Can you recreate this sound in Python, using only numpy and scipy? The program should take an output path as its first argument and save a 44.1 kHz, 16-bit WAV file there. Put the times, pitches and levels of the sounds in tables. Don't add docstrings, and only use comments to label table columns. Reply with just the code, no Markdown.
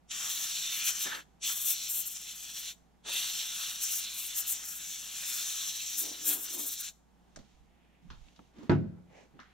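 import sys
import numpy as np
from scipy import signal
from scipy.fft import rfft, irfft, next_fast_len
from scipy.io import wavfile
from scipy.ndimage import map_coordinates

SR = 44100
rng = np.random.default_rng(int(sys.argv[2]) if len(sys.argv) > 2 else 0)


def generate_wav(signal):
    frames = np.transpose(np.atleast_2d(signal))
    scaled = np.clip(frames, -1, 1) * 32767
    pcm = np.round(scaled).astype(np.int16)
    wavfile.write(sys.argv[1], SR, pcm)


N = 420273
TOP_HZ = 15850


def amp(db):
    return 10 ** (np.asarray(db) / 20)


def unit(x):
    return x / np.sqrt(np.mean(x ** 2) + 1e-20)


def along(points, hz):
    f, *cols = np.transpose(points)
    log_hz = np.log(hz + 1)
    return np.squeeze([np.interp(log_hz, np.log(f), c) for c in cols])


def clock():
    return np.arange(N) / SR


def bell(s, length):
    return np.exp(-2 * ((clock() - s) / length) ** 2)


def swells(rows):
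    return sum(amp(db) * bell(s, length) for s, length, db in rows)


def gate(start, end, rise, fall):
    t = clock()
    opening = 1 + np.tanh((t - start) / (2 * rise))
    closing = 1 + np.tanh((end - t) / (2 * fall))
    return opening * closing / 4


def wobble(rate, size=N):
    knots = rng.standard_normal(int(size * rate / SR) + 4)
    return map_coordinates(knots, [np.arange(size) * rate / SR])


def filtered(x, response):
    n = x.shape[-1]
    m = next_fast_len(n + 8192)
    spectrum = rfft(x, m) * response(np.fft.rfftfreq(m, 1 / SR))
    return irfft(spectrum, m)[..., :n]


# f/Hz, L-R level/dB, left lead/rad, likeness/0-1
HAND_PORTS = [(150, 0, 3, .4), (453, -0.5, 3.5, 0.5), (750, -1.5, 2.5, 0.6), (1500, -1, 1.3, 0.7),
              (2050, 4.5, 1.4, 0.4), (2480, -0.5, -1, 0.96), (4300, 0, 0.57, 0.99), (4950, -2.5, 0.5, .55),
              (5500, -0.5, 0.53, 0.8), (6650, 2, 1.38, 0.6), (7350, 8, 0.1, .5), (7990, 3, 1.04, .82),
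              (9200, 3.5, -0.8, .6), (10010, -3, 0.5, .85), (11000, 4, 1.5, 0.62), (12000, 4, 0.56, .8),
              (15870, 4, 1, .85)]
# f/Hz, L-R level/dB, left lead/rad, likeness/0-1
AROUND_PORTS = [(60, -9, 0.29, 0.32), (250, -2, 0.92, 0.25), (700, -3, 1, .55), (1300, 0, 1, .4),
                (2800, -1, 0.0013, 0.44), (5910, -2, 0.68, .3), (15000, 2, 0.2, .1)]


def noise(colour, ports, size=N):
    m = next_fast_len(size)
    hz = np.fft.rfftfreq(m, 1 / SR)
    tilt, lead, alike = along(ports, hz)
    alike = np.clip(alike, 0, .99)
    left = amp(tilt / 2) * np.exp(.5j * lead)
    shared = np.sqrt(1 + alike) * np.array([left, 1 / left])
    opposed = np.sqrt(1 - alike) * np.array([left, -1 / left])
    a, b = rfft(rng.standard_normal((2, m)))
    centre = np.hypot(abs(shared.mean(0)), abs(opposed.mean(0)))
    spectrum = (a * shared + b * opposed) * amp(along(colour, hz)) / centre
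    pair = irfft(spectrum, m)[:, :size]
    return pair / pair.mean(0).std()


def dying(x, decay):
    hz, t, z = signal.stft(x, SR, nperseg=256)
    fade = amp(-60 * t / along(decay, hz)[:, None])
    return signal.istft(z * fade, SR, nperseg=256)[1][:, :x.shape[-1]]


def add(track, s, sound):
    part = track[:, round(s * SR):][:, :sound.shape[-1]]
    part += sound[..., :part.shape[-1]]


def eddies(x, patchy_db, band_hz, life):
    hz, t, z = signal.stft(x, SR, nperseg=1024)
    field = rng.standard_normal((int(hz[-1] / band_hz) + 2, int(t[-1] / life) + 2))
    grid = np.meshgrid(hz / band_hz, t / life, indexing="ij")
    patches = map_coordinates(field, grid, order=1)
    return signal.istft(z * amp(patchy_db * patches), SR, nperseg=1024)[1][:, :N]


def chatter(depth_db, rate, size):
    return unit(amp(depth_db * np.clip(wobble(rate, size=size), -2, 2)))


# f/Hz, level/dB
MUFFLE_TINT = [(1000, 11.5), (3800, 3.5), (4900, -3), (6500, 1.5), (7700, -6), (8800, -11), (16000, -16.5)]


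def band(centre_hz, octaves, size):
    hz = np.geomspace(20, TOP_HZ, 80)
    skirts = 16 * np.log10(1 + (np.log2(hz / centre_hz) / octaves) ** 4)
    colour = np.transpose([hz, along(MUFFLE_TINT, hz) - skirts])
    return noise(colour, AROUND_PORTS, size=size)


def whooshes(rows):
    out, t = np.zeros((2, N)), np.arange(SR // 2) / SR
    middle = t.mean()
    for s, length, db, centre_hz, octaves in rows:
        swell = amp(db) * np.exp(-2 * ((t - middle) / length) ** 2)
        add(out, s - middle, swell * band(centre_hz, octaves, size=len(t)))
    return out


# f/Hz, level/dB per Hz (relative)
OPEN_AIR_COLOUR = [(20, -8.5), (45, -8), (100, -14.5), (175, -1.5), (260, -9.5), (550, -17.5), (780, -12),
                   (1050, -20), (2300, -27), (3400, -29), (4700, -33.5), (7000, -33.5), (8500, -39),
                   (12000, -39), (16000, -48)]


def open_air():
    return noise(OPEN_AIR_COLOUR, AROUND_PORTS) * amp(-68.5 + .6 * wobble(5.7))


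def far_machine():
    turn = 2 * np.pi * 59 * clock() + .15 * wobble(3.3)
    fundamental = amp(-68.0 + .6 * wobble(4)) * np.sin(turn)
    third = amp(-80.5 + 2.5 * wobble(5)) * np.sin(3 * turn)
    return fundamental + third


# t/s, length/s, level/dB
BUFFET_SWELLS = [(7.39, .04, -56), (7.62, 0.12, -64.5), (8.115, 0.037, -46.5), (8.19, 0.1, -52.5)]
# f/Hz, level/dB per Hz (relative)
WIND_COLOUR = [(15, 0.5), (30, 6), (50, 2.5), (90, -13), (150, -11), (400, -65)]
# f/Hz, L-R level/dB, left lead/rad, likeness/0-1
DRAUGHT_PORTS = [(30.1, -8, 0, .3), (200, -6, 0, .3)]


def buffets():
    return swells(BUFFET_SWELLS) * noise(WIND_COLOUR, DRAUGHT_PORTS)


# f/Hz, t60/s
YARD_DECAY = [(200, .4), (3000, 0.27), (7000, .45), (15000, 0.22)]


def yard(x):
    tail = dying(rng.standard_normal((2, SR // 2)), YARD_DECAY)
    tail = np.pad(tail / np.linalg.norm(tail[0]), ((0, 0), (round(0.0087 * SR), 0)))
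    return signal.fftconvolve(x, tail, axes=1)[:, :N]


# t/s, length/s, level/dB, centre f/Hz, width/octaves
SLEEVE_SCUFFS = [(7.46, 0.23, -73.5, 4880, 1.1), (7.9, 0.33, -76.5, 2460, 0.53),
                 (8.06, 0.046, -57, 170, 0.44), (8.27, 0.32, -71.5, 5000, 1.26),
                 (8.622, 0.095, -62, 1920, 2.2), (8.628, 0.073, -50, 280, 0.38),
                 (9.18, 0.1, -65, 2250, 0.43), (9.19, 0.098, -70.5, 5440, .7), (9.18, .1, -59.5, 420, 0.97),
                 (9.36, 0.037, -59, 225, 0.66), (9.5, 0.22, -71, 2400, 1)]


def sleeves():
    return whooshes(SLEEVE_SCUFFS) * chatter(depth_db=1.0, rate=120, size=N)


# t/s, body level/dB, body f/Hz, tick level/dB, tick f/Hz, scrape t60/s, thud level/dB
HAND_KNOCKS = [(7.36, -54.5, 1590, -50.5, 6300, 0.084, -58), (7.37, -54, 550, -66, 3500, 0.099, -53),
               (7.389, -65.5, 1500, -63, 5050, 0.22, -54), (8.1025, -52, 1260, -54.5, 3880, 0.24, -56),
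               (8.2845, -74.5, 1500, -62, 3400, .04, -78), (8.361, -81, 1500, -63, 4130, .1, -78),
               (8.3915, -52.5, 945, -64, 2700, .03, -54.5), (8.584, -67, 1500, -67, 4500, .09, -52),
               (8.631, -61, 900, -67, 5000, 0.16, -48), (9.391, -52.5, 1300, -63, 3400, 0.12, -57),
               (9.4, -52, 1590, -61, 4440, 0.27, -66)]
# f/Hz, level/dB per Hz (relative)
THUD_COLOUR = [(25, -18), (130, -3.5), (260, 0.5), (400, -10.5), (700, -16), (2000, -47)]


def knocks():
    out, t = np.zeros((2, N)), np.arange(SR // 2) / SR
    for s, body_db, body_hz, tick_db, tick_hz, t60, thud_db in HAND_KNOCKS:
        scrape = amp(-60 * t / t60) * chatter(depth_db=0.5, rate=350, size=len(t))
        body = amp(body_db) * band(body_hz, octaves=0.54, size=len(t))
        tick = amp(tick_db) * band(tick_hz, octaves=0.57, size=len(t))
        contact = amp(-0.5 - 60 * t / 0.02)
        clatter = (body + tick) * (0.73 * scrape + contact) * (1 - np.exp(-t / 0.00044))
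        thud_fade = amp(thud_db - 60 * t / 0.19) * (1 - np.exp(-t / 0.0013))
        thud = noise(THUD_COLOUR, AROUND_PORTS, size=len(t)) * thud_fade
        add(out, s, clatter + thud)
    return out


def handling():
    return eddies(sleeves() + knocks(), patchy_db=0.5, band_hz=260, life=.15)


# t/s, ring level/dB before trim, clatter level/dB
LANDING_CONTACTS = [(8.695, -19, -25), (8.7152, -20, -29.5), (8.748, -40, -42.5), (8.968, -57, -67)]
RING_TRIM_DB = -5.5
# f/Hz, relative level/dB, t60/s, L-R level/dB
TAILGATE_MODES = [(88.3, -10, 0.51, 4.5), (105.3, -3.5, .45, 2), (149.5, 2, 0.35, -1),
                  (177.5, 4.5, 0.67, -1), (201, -6.5, 0.41, 3), (214.4, -4, 0.51, -1),
                  (270.3, -1.5, 0.36, 2), (350.6, 3.5, 0.165, 0), (404, -15, 0.38, -2), (488, -25, 0.2, -1),
                  (655, -18.5, 0.31, -2.5), (683, -9, 0.096, -5), (780, -23, 0.31, -5),
                  (833, -3.5, 0.08, -7), (958, -6.5, 0.11, -4), (1326, -15, 0.11, 2.5),
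                  (1490, -17.5, .14, 0)]
# f/Hz, level/dB per Hz (relative)
CLATTER_COLOUR = [(30, -38), (130, 2.5), (320, 4.5), (520, -11), (850, -15), (1500, -10.5), (2500, -22),
                  (4400, -35), (5200, -34.5), (7500, -41.5), (10000, -62), (16000, -65)]
# f/Hz, t60/s
CLATTER_FADE = [(100, 0.72), (350, 0.34), (1000, 0.16), (4000, 0.2), (10000, 0.081)]


def thump():
    out, t = np.zeros((2, N)), np.arange(SR) / SR
    ring = 0
    for hz, db, t60, pan_db in TAILGATE_MODES:
        pan = amp([[pan_db / 2], [-pan_db / 2]])
        ring = ring + pan * amp(db - 60 * t / t60) * np.sin(2 * np.pi * hz * t)
    ring = ring * (1 - np.exp(-t / 0.0031))
    soft_contact = 1 - np.exp(-(t / 0.00076) ** 2)
    for s, ring_db, clatter_db in LANDING_CONTACTS:
        add(out, s, amp(ring_db + RING_TRIM_DB) * ring)
        clatter = dying(noise(CLATTER_COLOUR, AROUND_PORTS, size=SR), CLATTER_FADE)
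        clatter = clatter * chatter(depth_db=0.5, rate=320, size=SR)
        add(out, s, amp(clatter_db) * clatter * soft_contact)
    return out


def bass_cut(x, corner_hz):
    return signal.sosfilt(signal.butter(2, corner_hz, "highpass", fs=SR, output="sos"), x)


# f/Hz, level/dB per Hz (relative)
CRACK_COLOUR = [(200, -15), (700, 8.5), (1800, 1.5), (2600, -7), (4500, -8), (5000, -35), (9000, -58)]


def rim_crack(db, t60):
    out, t = np.zeros((2, N)), np.arange(SR // 8) / SR
    fade = amp(db - 60 * t / t60) * (1 - np.exp(-(t / .0004) ** 2))
    add(out, LANDING_CONTACTS[0][0], noise(CRACK_COLOUR, AROUND_PORTS, size=len(t)) * fade)
    return out


def truck_bed(x, wet_db, t60):
    t = np.arange(SR // 2) / SR
    tail = rng.standard_normal((2, len(t))) * amp(-60 * t / t60) * (1 - np.exp(-t / 0.013))
    tail = tail / np.linalg.norm(tail[0])
    tail = filtered(tail, lambda hz: hz / np.hypot(hz, 500))
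    return x + amp(wet_db) * signal.fftconvolve(x, tail, axes=1)[:, :N]


# pressed t/s, released t/s
TRIGGER = [(0.105, 1.209), (1.431, 2.715), (3.06, 6.89)]
# t/s, core level/dB, nozzle hiss level/dB, spilling gas level/dB
SHORT_JETS = [
    [(0.12, -47, -45.5, -59.5), (0.256, -43, -40, -49), (0.482, -41, -41, -59), (0.826, -39, -43, -54),
     (0.88, -34, -35, -50.5), (0.938, -44.5, -44, -53.5), (1.034, -39.5, -38, -56),
     (1.064, -38.5, -43.5, -44.5), (1.19, -49.5, -55, -50)],
    [(1.47, -38.5, -38, -59), (1.49, -40.5, -38.5, -51.5), (1.632, -49, -50, -63),
     (1.684, -42.5, -41, -60.5), (2.056, -46.5, -47.5, -66), (2.138, -54, -52.5, -67),
     (2.158, -49.5, -47, -66), (2.406, -51.5, -51, -66), (2.69, -44.5, -46.5, -60)],
]
# t/s, core level/dB, nozzle hiss level/dB, spilling gas level/dB
LAST_JET = [(3.08, -44.5, -46.5, -53), (3.14, -36, -38.5, -53), (3.49, -45, -45, -59),
            (3.64, -41, -43, -52.5), (3.78, -46.5, -48, -61), (3.84, -41.5, -39, -55.5),
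            (4.01, -43.5, -41, -60), (4.06, -44, -48, -60.5), (4.53, -48.5, -43.5, -60),
            (4.7, -53, -51, -59.5), (4.9, -47.5, -45, -61.5), (5.1, -50.5, -49, -59.5),
            (5.32, -42.5, -39.5, -54), (5.87, -46, -44, -62.5), (6.07, -47.5, -41, -61),
            (6.17, -47.5, -51, -60), (6.24, -50.5, -44, -63.5), (6.31, -40, -44, -52),
            (6.43, -57.5, -54, -67), (6.46, -48.5, -45.5, -62), (6.72, -49.5, -47.5, -66),
            (6.88, -47.5, -45.5, -58)]
CORE_DB, NOZZLE_DB, SPILL_DB, SIZZLE_DB = .5, 1.5, -1, -4
OPEN_S, CLOSE_S, SIZZLE_BUILD_S = 0.0061, 0.012, 0.036
DRAIN_DB, DRAIN_S = -20.5, 0.041


def flow():
    t, out = clock(), np.zeros((4, N))
    for (pressed, released), rows in zip(TRIGGER, [*SHORT_JETS, LAST_JET]):
        s, *levels = np.transpose(rows)
        core, nozzle, spill = [amp(np.interp(t, s, db)) for db in levels]
        sizzle = nozzle * (1 - np.exp(-np.maximum(t - pressed, 0) / SIZZLE_BUILD_S))
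        trims = amp([[CORE_DB], [NOZZLE_DB], [SPILL_DB], [SIZZLE_DB]])
        drain = (t > released) * amp(DRAIN_DB) * np.exp(-abs(t - released) / DRAIN_S)
        valve = np.maximum(gate(pressed, released, OPEN_S, CLOSE_S), drain)
        out += valve * trims * np.array([core, nozzle, spill, sizzle])
    return out


# t/s, f/Hz
GAP_GLIDE = [(0.12, 3300), (0.36, 3630), (0.59, 3976), (0.82, 2977), (1.25, 3290), (1.33, 3460),
             (2.42, 3330), (2.67, 3560), (3.73, 3450), (3.84, 3204), (4.07, 3695), (4.26, 3370),
             (5.12, 3363), (5.31, 3630), (6.11, 3604), (6.33, 3380), (6.54, 3700), (6.9, 3750)]


def gap_resonance(x, lift_db, width_hz):
    hz, t, z = signal.stft(x, SR, nperseg=512)
    centre = np.interp(t, *np.transpose(GAP_GLIDE))
    bump = 1 / (1 + ((hz[:, None] - centre) / width_hz) ** 2)
    return signal.istft(z * amp(lift_db * (bump - .5)), SR, nperseg=512)[1][:, :N]


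def hand_shadow(x, notch_hz, width_hz, depth_db):
    hz, t, z = signal.stft(x, SR, nperseg=512)
    centre = notch_hz + 70 * np.interp(t, clock(), wobble(3.7))
    dip = 1 / (1 + ((hz[:, None] - centre) / width_hz) ** 4)
    return signal.istft(z * amp(-depth_db * dip), SR, nperseg=512)[1][:, :N]


# t/s, length/s, level/dB, centre f/Hz, width/octaves
FINGER_SPLUTTERS = [(0.249, .06, -56.5, 1100, .8), (1.073, 0.027, -51.5, 330, 1),
                    (1.128, 0.02, -42, 1600, 0.26), (1.14, .03, -50, 1100, 0.55),
                    (1.185, 0.027, -53, 1400, .4), (1.16, 0.076, -60.5, 400, .8),
                    (3.088, 0.049, -53, 600, 1.2), (3.149, .035, -59.5, 450, 0.86)]
# t/s, length/s, level/dB
HAND_PUFFS = [(6.075, 0.11, -51.5), (6.325, 0.12, -49), (6.595, 0.13, -53)]
# f/Hz, level/dB per Hz (relative)
HOLLOW_COLOUR = [(150, -35), (220, -16.5), (270, -0.5), (350, -3), (450, -10.5), (620, -15), (900, -17),
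                 (1500, -30), (3000, -58.5)]


def jet_on_hand():
    puffs = swells(HAND_PUFFS) * noise(HOLLOW_COLOUR, AROUND_PORTS)
    return (whooshes(FINGER_SPLUTTERS) + puffs) * chatter(depth_db=1.0, rate=83, size=N)


# t/s, length/s, sizzle level/dB
EDGE_CUTS = [(0.286, 0.18, -42), (0.742, 0.054, -38.5), (0.843, 0.067, -35), (1.001, 0.054, -38),
             (1.455, .2, -38), (1.656, 0.083, -30.5), (1.896, 0.13, -33.5), (2.062, 0.023, -35),
             (2.097, 0.052, -42.5), (2.344, 0.1, -53.5), (2.56, 0.077, -47.5), (3.17, 0.22, -50),
             (3.56, 0.2, -49.5), (3.814, 0.029, -35.5), (3.895, 0.11, -37), (4.137, 0.15, -40.5),
             (4.362, .052, -31), (4.474, 0.062, -32), (4.648, 0.14, -43), (5.26, 0.12, -40),
             (5.976, 0.062, -32), (6.252, 0.091, -29.5), (6.345, .12, -39), (6.529, 0.034, -36.5),
             (6.585, 0.055, -37.5), (6.658, 0.033, -33), (6.71, 0.043, -38), (6.8, 0.02, -36)]
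CUT_RISE_S, CUT_FALL_S = .006, .005
CUT_HISS_DB, CUT_SPILL_DB = -19, -30
CUT_ROBS_DB = 1.5
# t/s, length/s, extra
# level/dB
BLADE_SPITS = [(0.114, .012, 5.5), (0.443, 0.0095, 4), (0.883, .022, 0.5), (2.171, 0.013, 2.5),
               (2.572, .02, 4), (3.83, 0.021, 0.5), (4.047, .014, 3), (4.385, 0.021, 2.5),
               (6.885, 0.028, 5)]
# f/Hz, level/dB per Hz (relative)
CORE_COLOUR = [(150, -33), (1200, -31), (2000, -13.5), (2500, -3.5), (3100, -3), (3700, -2.5), (4300, -1.5),
               (4900, -10), (5600, -21), (8000, -50)]
NOZZLE_COLOUR = [(3800, -33.5), (4950, -9), (5400, -4.5), (5800, 0.5), (6600, -3), (7600, -4.5),
                 (8300, -10), (9100, -12), (11000, -18), (12300, -33), (16000, -36)]
EDGE_COLOUR = [(4500, -41.5), (6200, -6.5), (7500, 0), (8600, -1.5), (9100, -5), (9700, -0.5),
               (11000, -5.5), (11900, 2.5), (13000, 2), (14200, -0.5), (15100, 0.5), (16000, -6)]
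SPILL_COLOUR = [(80, -18), (250, -12.5), (520, -15), (750, -8), (1000, -7.5), (1400, 1.5), (1750, 1),
                (2200, -4), (3500, -28.5)]


def spray():
    core_gain, nozzle_gain, spill_gain, sizzle_gain = flow()
    cut = sum(amp(db) * gate(s, s + length, CUT_RISE_S, CUT_FALL_S) for s, length, db in EDGE_CUTS)
    on_edge = cut / (cut + core_gain + 1e-9)
    core_gain = core_gain * amp(CUT_ROBS_DB * (.5 - on_edge))
    nozzle_gain = np.hypot(nozzle_gain, cut * amp(CUT_HISS_DB))
    spill_gain = np.hypot(spill_gain, cut * amp(CUT_SPILL_DB))
    edge_gain = np.hypot(sizzle_gain, cut)

    hollow = unit(gap_resonance(noise(CORE_COLOUR, HAND_PORTS), lift_db=7, width_hz=580))
    core = core_gain * hollow * amp(-.5 + 1.4 * wobble(40))
    nozzle = nozzle_gain * noise(NOZZLE_COLOUR, HAND_PORTS) * amp(1.2 * wobble(40))
    edge = edge_gain * noise(EDGE_COLOUR, HAND_PORTS) * amp(1.4 * wobble(70))
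    spill = spill_gain * noise(SPILL_COLOUR, HAND_PORTS) * amp(1.3 * wobble(60))

    spits_db = sum(db * bell(s, length) for s, length, db in BLADE_SPITS)
    flutter = amp(0.84 * wobble(45) + 0.52 * wobble(400))
    jet = flutter * (amp(spits_db) * (core + nozzle + spill) + edge)
    jet = hand_shadow(jet, notch_hz=4970, width_hz=120, depth_db=6)
    return eddies(jet + jet_on_hand(), patchy_db=2.5, band_hz=190, life=.12)


def scene():
    background = open_air() + far_machine() + buffets()
    landing = bass_cut(thump(), corner_hz=65) + rim_crack(db=-27.5, t60=0.058)
    near = handling() + truck_bed(landing, wet_db=-19, t60=0.61) + spray()
    return background + amp(-24.5) * yard(near) + near


def record(dry):
    return filtered(dry, lambda hz: 1 / (1 + (hz / TOP_HZ) ** 300))


dry = scene()
out = record(dry)
generate_wav(out)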